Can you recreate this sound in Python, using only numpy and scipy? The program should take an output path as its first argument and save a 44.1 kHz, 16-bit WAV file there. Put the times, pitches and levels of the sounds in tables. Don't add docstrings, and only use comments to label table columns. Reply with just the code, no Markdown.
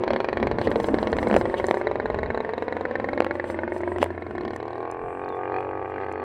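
import sys
import numpy as np
from scipy import signal
from scipy.io import wavfile
from scipy.ndimage import uniform_filter1d

SR = 44100
rng = np.random.default_rng(int(sys.argv[2]) if len(sys.argv) > 2 else 0)


def dump(signal):
    limited = np.clip(np.atleast_2d(signal).T, -1, 1)
    pcm = np.round(limited * 32767).astype(np.int16)
    wavfile.write(sys.argv[1], SR, pcm)


N = 275169
TIME = np.arange(N) / SR

# time in seconds, turns made so far.
SHAFT = [(-0.0047, 0), (.2862, 21), (.5132, 37), (.6725, 48), (.8859, 63), (1.1864, 84), (1.4546, 103),
         (1.6857, 119), (1.8703, 132), (2.0571, 145), (2.1882, 154), (2.404, 169), (2.682, 188),
         (2.8528, 200), (2.9548, 207), (3.0877, 216), (3.31, 231), (3.5442, 247), (3.6346, 253),
         (3.7213, 259), (4.0177, 280), (4.1042, 286), (4.2667, 297), (4.4517, 310), (4.6022, 321),
         (4.6808, 327), (4.7562, 333), (4.8527, 341), (4.9233, 347), (5.038, 357), (5.1726, 369),
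         (5.3032, 381), (5.4339, 393), (5.541, 403), (5.6695, 415), (5.7945, 427), (5.8777, 435),
         (6.2393, 470)]


def undb(db):
    return 10 ** (np.asarray(db) / 20)


def level(x, db):
    return x * undb(db) / np.sqrt(np.mean(x ** 2))


def curves(table):
    s, *columns = np.transpose(table)
    return [np.interp(TIME, s, c) for c in columns]


def butter(order, hz, kind="low"):
    return signal.butter(order, hz, kind, fs=SR, output="sos")


def band(x, hz, width_hz):
    return signal.lfilter(*signal.iirpeak(hz, hz / width_hz, fs=SR), x)


def body(x, modes, flip=False):
    return sum((-1) ** (k * flip) * undb(db) * band(band(x, hz, width), hz, width)
               for k, (hz, width, db) in enumerate(modes))


def clicks(s, size):
    out, place = np.zeros(N + 1), np.asarray(s) * SR
    inside = (place >= 0) & (place < N - 1)
    whole, size = place[inside].astype(int), size[inside]
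    np.add.at(out, whole, size * (whole + 1 - place[inside]))
    np.add.at(out, whole + 1, size * (place[inside] - whole))
    return out[:N]


def delay(x, ms):
    return np.interp(np.arange(N) - ms * SR / 1000, np.arange(N), x, left=0)


def fade(x, ms):
    return signal.lfilter([1], [1, -np.exp(-1000 / (ms * SR))], x)


def walk(rate):
    k = int(SR / rate)
    held = np.repeat(rng.standard_normal(N // k + 1), k)
    return 2.16 * uniform_filter1d(uniform_filter1d(held, k), k)[:N]


def swell(s, length_s):
    return np.exp(-(2 * (TIME - s) / length_s) ** 2)


def open_air():
    # frequency in Hz, relative level in dB.
    spectrum = [(60, -2), (100, -9), (160, -30), (250, -22), (400, -34.5), (1000, -5.5), (2000, 9),
                (3200, -42), (5000, -55.5), (8000, -71.5), (16000, -76.5)]
    hz, db = np.transpose(spectrum)
    air = 0
    for centre in 70 * 2 ** np.arange(0, 7, .5):
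        mode = [(centre, centre / 2, 0)]
        band_db = np.interp(np.log(centre), np.log(hz), db) + walk(17)
        air = air + body(undb(band_db) * body(rng.standard_normal(N), mode), mode)
    return level(air, -52)


def far_machine(pitches_hz=(87.5, 117)):
    # time in seconds, lower tone in dB, upper tone in dB.
    levels = [(0, -56, -56), (2.5, -51, -55.5), (3.3, -46, -53), (3.7, -44, -59), (4.05, -40.5, -55.5),
              (4.4, -50, -58), (4.7, -52, -50), (5.1, -59, -56), (5.601, -50, -49.5), (6.24, -45, -53)]
    hum = 0
    for hz, db in zip(pitches_hz, curves(levels)):
        gain = np.sqrt(2) * undb(db + 1.2 * walk(7.3))
        pitch = hz * (1 + 0.0036 * walk(3.46))
        hum = hum + gain * np.sin(np.cumsum(2 * np.pi * pitch / SR))
    return hum


def treble_hiss():
    # peak time in seconds, length in seconds, level in dB.
    swells = [(.9, 0.35, -70), (1.4, 0.45, -66.5), (3.5, .1, -61), (3.757, 0.07, -62), (3.93, 0.13, -66),
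              (4.25, .25, -86), (4.78, .14, -82), (5.12, 0.22, -70.5)]
    # centre in Hz, width in Hz, gain in dB.
    tone = [(8230, 1400, 0)]
    gain = sum(undb(db) * swell(s, length_s) for s, length_s, db in swells)
    return gain * level(body(rng.standard_normal((2, N)), tone), 0)


def whistle():
    # time in seconds, pitch in Hz, level in dB.
    glide = [(5.2, 3660, -95), (5.25, 3620, -70), (5.32, 3550, -63), (5.41, 3340, -77), (5.43, 3320, -95)]
    hz, db = curves(glide)
    gain = undb(db + 4 * walk(110))
    pitch = hz * (1 + .008 * walk(90))
    return gain * np.sin(np.cumsum(2 * np.pi * pitch / SR))


def wind(lulls_per_s=7.5):
    # time in seconds, buffet and rumble in relative dB.
    breeze = [(0, -38, -57), (.45, -30.5, -34), (1.3, -22, -41), (1.5, -35.5, -59), (1.9, -33.5, -47),
              (2.3, -32.5, -41.5), (2.6, -33.5, -50.5), (3.5, -33, -51.5), (4.2, -36.5, -53.5),
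              (4.7, -46.5, -60), (5.2, -50, -58), (5.7, -53.5, -56), (6.24, -34.5, -60)]
    # peak time and length in seconds, buffet and rumble in relative dB.
    gusts = [(0, 0.052, -27, -38), (0.125, 0.11, -24, -39), (0.426, 0.083, -26, -49),
             (0.673, 0.05, -15.5, -43), (0.782, 0.099, -23.5, -59), (0.942, 0.095, -18.5, -39),
             (1.183, 0.13, -24, -47), (1.36, 0.07, -13.5, -37), (1.444, 0.17, -53, -36.5),
             (1.633, 0.099, -36, -38), (2.113, 0.37, -37.5, -49), (2.266, 0.045, -43, -51),
             (3.01, 0.076, -54, -47), (3.142, 0.045, -41, -57), (4.013, 0.016, -21.5, -54),
             (4.453, 0.32, -36.5, -49), (5.032, 0.14, -65, -43), (5.28, 0.16, -43, -54),
             (5.71, 0.022, -45, -55)]
    buffet_gain, rumble_gain = [undb(db + walk(lulls_per_s)) for db in curves(breeze)]
    for s, length_s, buffet_db, rumble_db in gusts:
        buffet_gain += undb(buffet_db) * swell(s, length_s)
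        rumble_gain += undb(rumble_db) * swell(s, length_s)
    eddies = undb(0.97 * walk(50)) * rng.standard_normal(N)
    buffet = body(eddies, [(235, 78, 4), (268, 250, 7.5), (460, 240, -7)])
    buffet = signal.sosfilt(butter(5, [185, 1500], "band"), buffet)
    slow_eddies = undb(0.18 * walk(4.5)) * rng.standard_normal(N)
    rumble = body(slow_eddies, [(75, 112, 28.5), (105, 97, -4)])
    return buffet_gain * level(buffet, -7) + rumble_gain * level(rumble, 0.13)


def strokes(table, touch_s=0.01, lift_ms=17):
    held = np.zeros((2, N))
    for s, length_s, db, pan_db in table:
        held[:, int(s * SR):int((s + length_s) * SR)] += undb([[db + pan_db / 2], [db - pan_db / 2]])
    touched = uniform_filter1d(held, int(touch_s * SR))
    return fade(touched, lift_ms) * 1000 / (lift_ms * SR)


def rustle(grip_db=-77.5):
    # start and length in seconds, level in dB, left minus right in dB.
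    rubs = [(0.588, 0.064, -62, -8), (0.698, 0.027, -58, 4), (.76, 0.14, -60, -4), (.92, 0.11, -62, -3),
            (1.06, 0.23, -66, -12), (1.298, 0.11, -58, 5), (1.45, 0.16, -64.5, 15),
            (1.628, 0.08, -57.5, -6), (1.735, 0.059, -61, -5), (3.33, 0.037, -65, -9),
            (3.455, 0.055, -61, -14), (3.72, 0.062, -65, -18), (3.997, 0.032, -52, 5),
            (4.519, 0.043, -72, 5), (5.52, .1, -86, -6)]
    # centre in Hz, width in Hz, gain in dB.
    rub_tone = [(2980, 320, -16.5), (5050, 6500, -0.5), (8040, 1600, -0.5), (12000, 22000, -7)]
    # start and length in seconds, level in dB, left minus right in dB.
    scrapes = [(.6, 0.059, -47, 4), (1.5, 0.1, -48, 0), (3.44, 0.054, -54, -2), (4.0, 0.025, -38.5, 0)]
    # centre in Hz, width in Hz, gain in dB.
    scrape_tone = [(2900, 1100, -3), (4300, 260, -18)]
    grain = undb(2 * walk(150) + walk(25))
    rub = level(body(grain * rng.standard_normal((2, N)), rub_tone), 0.44)
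    scrape = level(body(grain * rng.standard_normal(N), scrape_tone), 0)
    return rub * (strokes(rubs) + undb(grip_db)) + scrape * strokes(scrapes)


def ticks():
    # time in seconds, relative peak in dB, left minus right in dB.
    touches = [(0.7051, -34, 22), (0.8014, -32, 7), (1.1187, -43, 18), (1.1683, -33, -12),
               (1.2842, -32, 11), (1.3406, -34, 17), (1.365, -34, 21), (1.667, -36.5, 37),
               (1.6824, -38, -0.5), (1.71, -35, -3), (1.748, -32, 3), (3.2027, -33, -10),
               (3.2452, -23.5, -2), (3.7, -47, 4), (3.816, -46, 0), (3.9841, -41, 7), (4.009, -38, 10),
               (4.029, -23, 9), (4.041, -25.5, 15), (4.5625, -34, 4), (4.9134, -30, 6), (5.2884, -43, 9),
               (6.125, -43, 15)]
    s, db, pan_db = np.transpose(touches)
    snaps = np.array([clicks(s + 0.00088, undb(db + side * pan_db / 2)) for side in (1, -1)])
    bursts = fade(snaps, ms=0.075) * rng.standard_normal((2, N))
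    return undb(8) * body(bursts, [(7160, 5700, 0.023)])


def thumps_and_knocks():
    # time in seconds, relative peak in dB, pitch in Hz, ring time in ms, pressure sign.
    hits = [(0.1055, -9, 565, 37, 1), (0.676, -13, 390, 28, 1), (0.759, -10, 451, 69, 1),
            (0.943, -10, 324, 21, 1), (1.168, -11, 452, 7, 1), (1.313, -5.5, 553, 6.6, 1),
            (1.3422, -4.5, 645, 7.4, 1), (1.35, -8.5, 403, 27, -1), (1.3646, -0.5, 577, 16, 1),
            (1.385, -24, 360, 35, 1), (1.7115, 0, 600, 3.3, -1), (3.205, 0, 538, 5.5, 1),
            (3.2468, -10.5, 620, 1.4, 1), (3.985, -14, 634, 3.1, 1), (4.0288, -1.5, 855, 7.3, -1),
            (4.0298, -8, 594, 19, 1), (4.043, -11.5, 520, 4.6, -1), (4.435, -21, 346, 24, 1),
            (5.247, -46, 4420, 12, 1), (5.289, -42, 4100, 15, 1)]
    # centre in Hz, width in Hz, gain in dB.
    edge_tone = [(1900, 1210, 12.5)]
    rings, t = np.zeros(N), np.arange(SR // 20) / SR
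    for s, db, hz, ms, sign in hits:
        ring = np.sin(2 * np.pi * hz * t) * np.exp(-np.log(1000) * t * 1000 / ms)
        at = int((s - 1 / (4 * hz)) * SR)
        rings[at:at + len(t)] += sign * undb(db) * ring / ring.max()
    s, db = np.transpose(hits)[:2]
    edges = body(clicks(s, undb(db)), edge_tone)
    return signal.sosfiltfilt(butter(2, [210, 5200], "band"), rings + edges)


def shaft():
    rough_turns = curves(SHAFT)[0]
    step = uniform_filter1d(np.gradient(rough_turns), size=SR // 9)
    return rough_turns[0] + np.cumsum(step), step * SR


def engine_pulses(turns, opens_s=4.35, idle_turns=3, open_turns=2):
    # first firing in seconds, turns between firings, times over.
    stumbles = [(.079, 2, 3), (.371, 2, 2), (.513, 5, 1), (.585, 2, 3), (.886, 4, 1), (1.072, 2, 2),
                (1.129, 4, 1), (1.272, 2, 2), (1.541, 4, 1), (1.686, 4, 1), (1.742, 2, 1), (1.813, 4, 1),
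                (1.999, 4, 1), (2.231, 2, 1), (2.346, 2, 2), (2.624, 4, 1), (2.853, 4, 1), (3.442, 4, 1),
                (3.806, 2, 1), (3.961, 4, 1), (4.148, 2, 1), (4.41, 3, 1), (4.561, 3, 1), (5.815, 1, 1),
                (5.846, 1, 1), (6.003, 1, 4), (6.086, 1, 1), (6.219, 1, 1)]
    # time in seconds, level against the others in dB.
    weak_firings = [(.399, -6), (.643, -29), (1.1, -11), (1.3, -3), (1.497, -5.5), (2.26, -4.5),
                    (2.448, -5.5), (2.492, 0), (2.536, -1.5), (2.913, -4), (3.544, -4), (3.806, -3),
                    (4.148, -8)]
    mark_s, marks = np.transpose(SHAFT)
    turn = np.arange(int(marks[-1]))
    turn_s = np.interp(turn, turns, TIME, left=-1, right=-1)
    nearest = lambda s: int(round(np.interp(s, mark_s, marks)))
    late_s = lambda lag_turns: np.interp(turn + lag_turns, turns, TIME, right=-1)
    wait = np.where(turn_s < opens_s, idle_turns, open_turns)
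    for s, waited, times in stumbles:
        wait[nearest(s):nearest(s) + waited * times] = waited
    fired, k = np.zeros(len(turn), bool), 0
    while k < len(turn):
        fired[k] = True
        k += wait[k]
    weak_db = np.zeros(len(turn))
    for s, db in weak_firings:
        weak_db[nearest(s) - 1:nearest(s) + 2] = db
    pop_luck, puff_luck, beat_luck = rng.standard_normal((len(turn), 3)).T
    scatter_db = .3 * (wait - 1) * pop_luck
    pops = clicks(turn_s, fired * undb(weak_db + scatter_db))
    puffs = clicks(late_s(0.083), ~fired * undb(1.6 * puff_luck))
    puffs *= undb(-15.5 + 2.5 * (TIME > opens_s))
    beats = clicks(late_s(1.3), undb(2 * beat_luck))
    return pops, puffs, beats


def exhaust_pipe(pulses, thin, ring_db, blast_ms, lean_share=0.35):
    # centre in Hz, width in Hz, gain in dB.
    upper_rings = [(640, 480, -18.5), (1103, 184, -4)]
    # centre in Hz, width in Hz, gain in dB.
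    low_ring = [(353, 61, 0.5)]
    t = np.arange(-4, 6, 1000 / (blast_ms * SR))
    full_shape = (1 - t) * np.exp((1 - (t - 1) ** 2) / 2)
    lean_shape = 1.31 * np.cos(2.31 * t) * np.exp(-((t - .55) / 1.32) ** 2)
    full, lean = (np.convolve(pulses, shape)[np.sum(t < 0):][:N] for shape in (full_shape, lean_shape))
    blast = (1 - lean_share * thin) * full + lean_share * thin * lean
    return undb(-0.28) * blast + body(blast, upper_rings) + body(undb(ring_db) * blast, low_ring)


def silencer(strikes, beats, thin, crack_db, gas_db, blast_ms):
    # centre in Hz, width in Hz, gain in dB.
    rings = [(1683, 593, 16.5), (2182, 145, 11.5), (2580, 78, -4)]
    rasp = [(2415, 370, 15.5), (1140, 300, 9.5)]
    snap = [(3916, 366, 0), (6980, 1300, -20), (9000, 930, -21.5)]
    upper_snap = [(4300, 150, -3.5)]
    edge = [(2830, 1570, -2)]
    # time in seconds, snap, upper snap and edge in dB.
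    beam = [(0, -1, 4.5, 3.5), (.55, 3, 0, 1.5), (1.0, -1, -10, 4.5), (2.5, 1, -21, -17),
            (3.4, -5.5, -20, -11), (3.899, -14, -15, -16), (4.2, -5, -18, -11), (4.4, -0.5, -4, 0),
            (4.75, 8, -2, 4), (4.95, -9, -16, -6), (5.45, -27, -17, -24), (5.55, -7, 2, -6),
            (5.8, -16, -10, -26), (6.02, -14, -8, -8.5), (6.24, -17, 3, -12)]
    lingering = (0.014 + 0.061 * thin) * fade(strikes + beats, ms=25.5)
    gas = undb(gas_db) * (fade(strikes, ms=1.64) + lingering) * rng.standard_normal(N)
    shock = undb(crack_db) * (gas - delay(strikes, 1.096 * blast_ms))
    crack = body(shock, rings, flip=True) + thin * body(shock, rasp)
    tail = sum(undb(db) * body(shock, modes) for db, modes in zip(curves(beam), (snap, upper_snap, edge)))
    return signal.sosfiltfilt(butter(3, 3100), crack) + tail


def slipstream():
    # centre in Hz, width in Hz, gain in dB.
    tone = [(439, 297, 11), (900, 260, 2), (1700, 367, -6), (3970, 190, -31.5)]
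    eddies = undb(0.84 * walk(70)) * rng.standard_normal(N)
    return signal.sosfilt(butter(3, 5000), level(body(eddies, tone), 0))


def blade_whine(turns):
    # multiple of the shaft speed, level against the blade beat in dB.
    tones = [(3, -3), (4, -17), (5, -6.5), (6, -8.5), (8, -3.5), (12, -8.5), (13, -13)]
    return sum(undb(db + 2.5 * walk(25)) * np.sin(2 * np.pi * k * turns) for k, db in tones)


def flight_path(motor, stream, thin):
    # time in seconds, lag in ms.
    ground = [(0, 7.7), (.9, 6.55), (1.6, 5.4), (2.0, 4.9), (2.8, 3.97), (3.3, 3.55), (3.7, 3.25),
              (4.2, 2.8), (4.75, 2.59), (5.2, 2.5), (5.6, 2.4), (5.85, 2.47), (6.24, 2.44)]
    lag_ms = curves(ground)[0]
    direct = motor + stream
    echo_db = -2 - 1.15 * lag_ms
    heard = direct + undb(echo_db) * band(delay(direct, lag_ms), 290, 3800)
    heard += 0.33 * delay(stream, lag_ms)
    heard = delay(heard, ms=.16 * thin * (3 + walk(17))) * undb(1.05 * thin * walk(10))
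    heard -= 0.26 * band(heard, 1470, 910)
    heard = signal.sosfiltfilt(butter(2, 206, "high"), heard)
    return signal.sosfilt(butter(2, 7200), heard)


def aeroplane(blast_ms=0.33):
    # time in seconds; overall level, lowest ring, crack and gas hiss in
    # relative dB; thinness of the blast from 0 to 1.
    flight = [(0, -9, 1, 3, -15.5, 0.17), (.35, -8.5, -1, -2, -8.5, 0.52), (.7, -11, -2, 3, -14, 0.06),
              (1.0, -11, -3.5, 0.5, -12.5, 0), (1.4, -10, -2.5, 2, -12.5, 0),
              (1.8, -10.5, -3.5, 1.5, -15, 0.13), (2.2, -12, -17, 1.5, -11, 0.17),
              (2.6, -13, -10.5, 5, -16.5, 0.1), (3.0, -12.5, -4, 6, -11.5, 0.01),
              (3.45, -15.5, -2, 7, -16.5, 0), (3.9, -15, 4.5, 5.5, -18, 0.06),
              (4.25, -20.5, -2.5, -12.5, 4.5, 0.13), (4.45, -18.5, 4, -11.5, 4, 0.07),
              (4.9, -18.5, -21, -4, -26.5, 0.64), (5.2, -18, -24, -3.5, -27, 1),
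              (5.4, -18.5, -13, -6, -15.5, 0.6), (5.55, -14.5, -12, -4, -15.5, 0.97),
              (5.8, -18, -7.5, -5.5, -17, 0.59), (6.02, -18.5, -19.5, -1.5, -11.5, 0.5),
              (6.24, -18, -5, -6, -11.5, 0.42)]
    # shaft turns per second, level against a firing in dB.
    blade_levels = [(70, -45), (76, -20), (92, -17.5), (97, -21)]
    near_db, ring_db, crack_db, gas_db, thin = curves(flight)
    near = undb(near_db)
    turns, speed = shaft()
    blade_gain = undb(np.interp(speed, *np.transpose(blade_levels)))
    pops, puffs, beats = near * np.array(engine_pulses(turns))
    beats *= blade_gain
    motor = exhaust_pipe(pops + puffs + beats, thin, ring_db, blast_ms)
    motor += silencer(pops + 0.14 * puffs, beats, thin, crack_db, gas_db, blast_ms)
    stream = near * undb(-22.5 - 10.5 * thin) * slipstream()
    whine = blade_gain * blade_whine(turns)
    drone = undb(-20 + ring_db + 1.4 * walk(15)) * np.sin(2 * np.pi * 5 * (turns - 0.072))
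    motor += near * (whine + drone)
    motor += undb(-12.5) * delay(motor, ms=2.115)
    return flight_path(motor, stream, thin)


def scene():
    plane = aeroplane() * undb([[2.5], [-2.5]])
    return (plane + wind() + thumps_and_knocks() + open_air() + far_machine()
            + rustle() + ticks() + treble_hiss() + whistle())


def record(dry, mono_below_hz=5200, top_hz=16400):
    side = (dry[0] - dry[1]) / 2
    low_side = side - signal.sosfiltfilt(butter(6, mono_below_hz, "high"), side)
    narrow = dry - np.array([low_side, -low_side])
    return signal.sosfilt(signal.ellip(10, .2, 70, top_hz, fs=SR, output="sos"), narrow)


dry = scene()
out = record(dry)
dump(out)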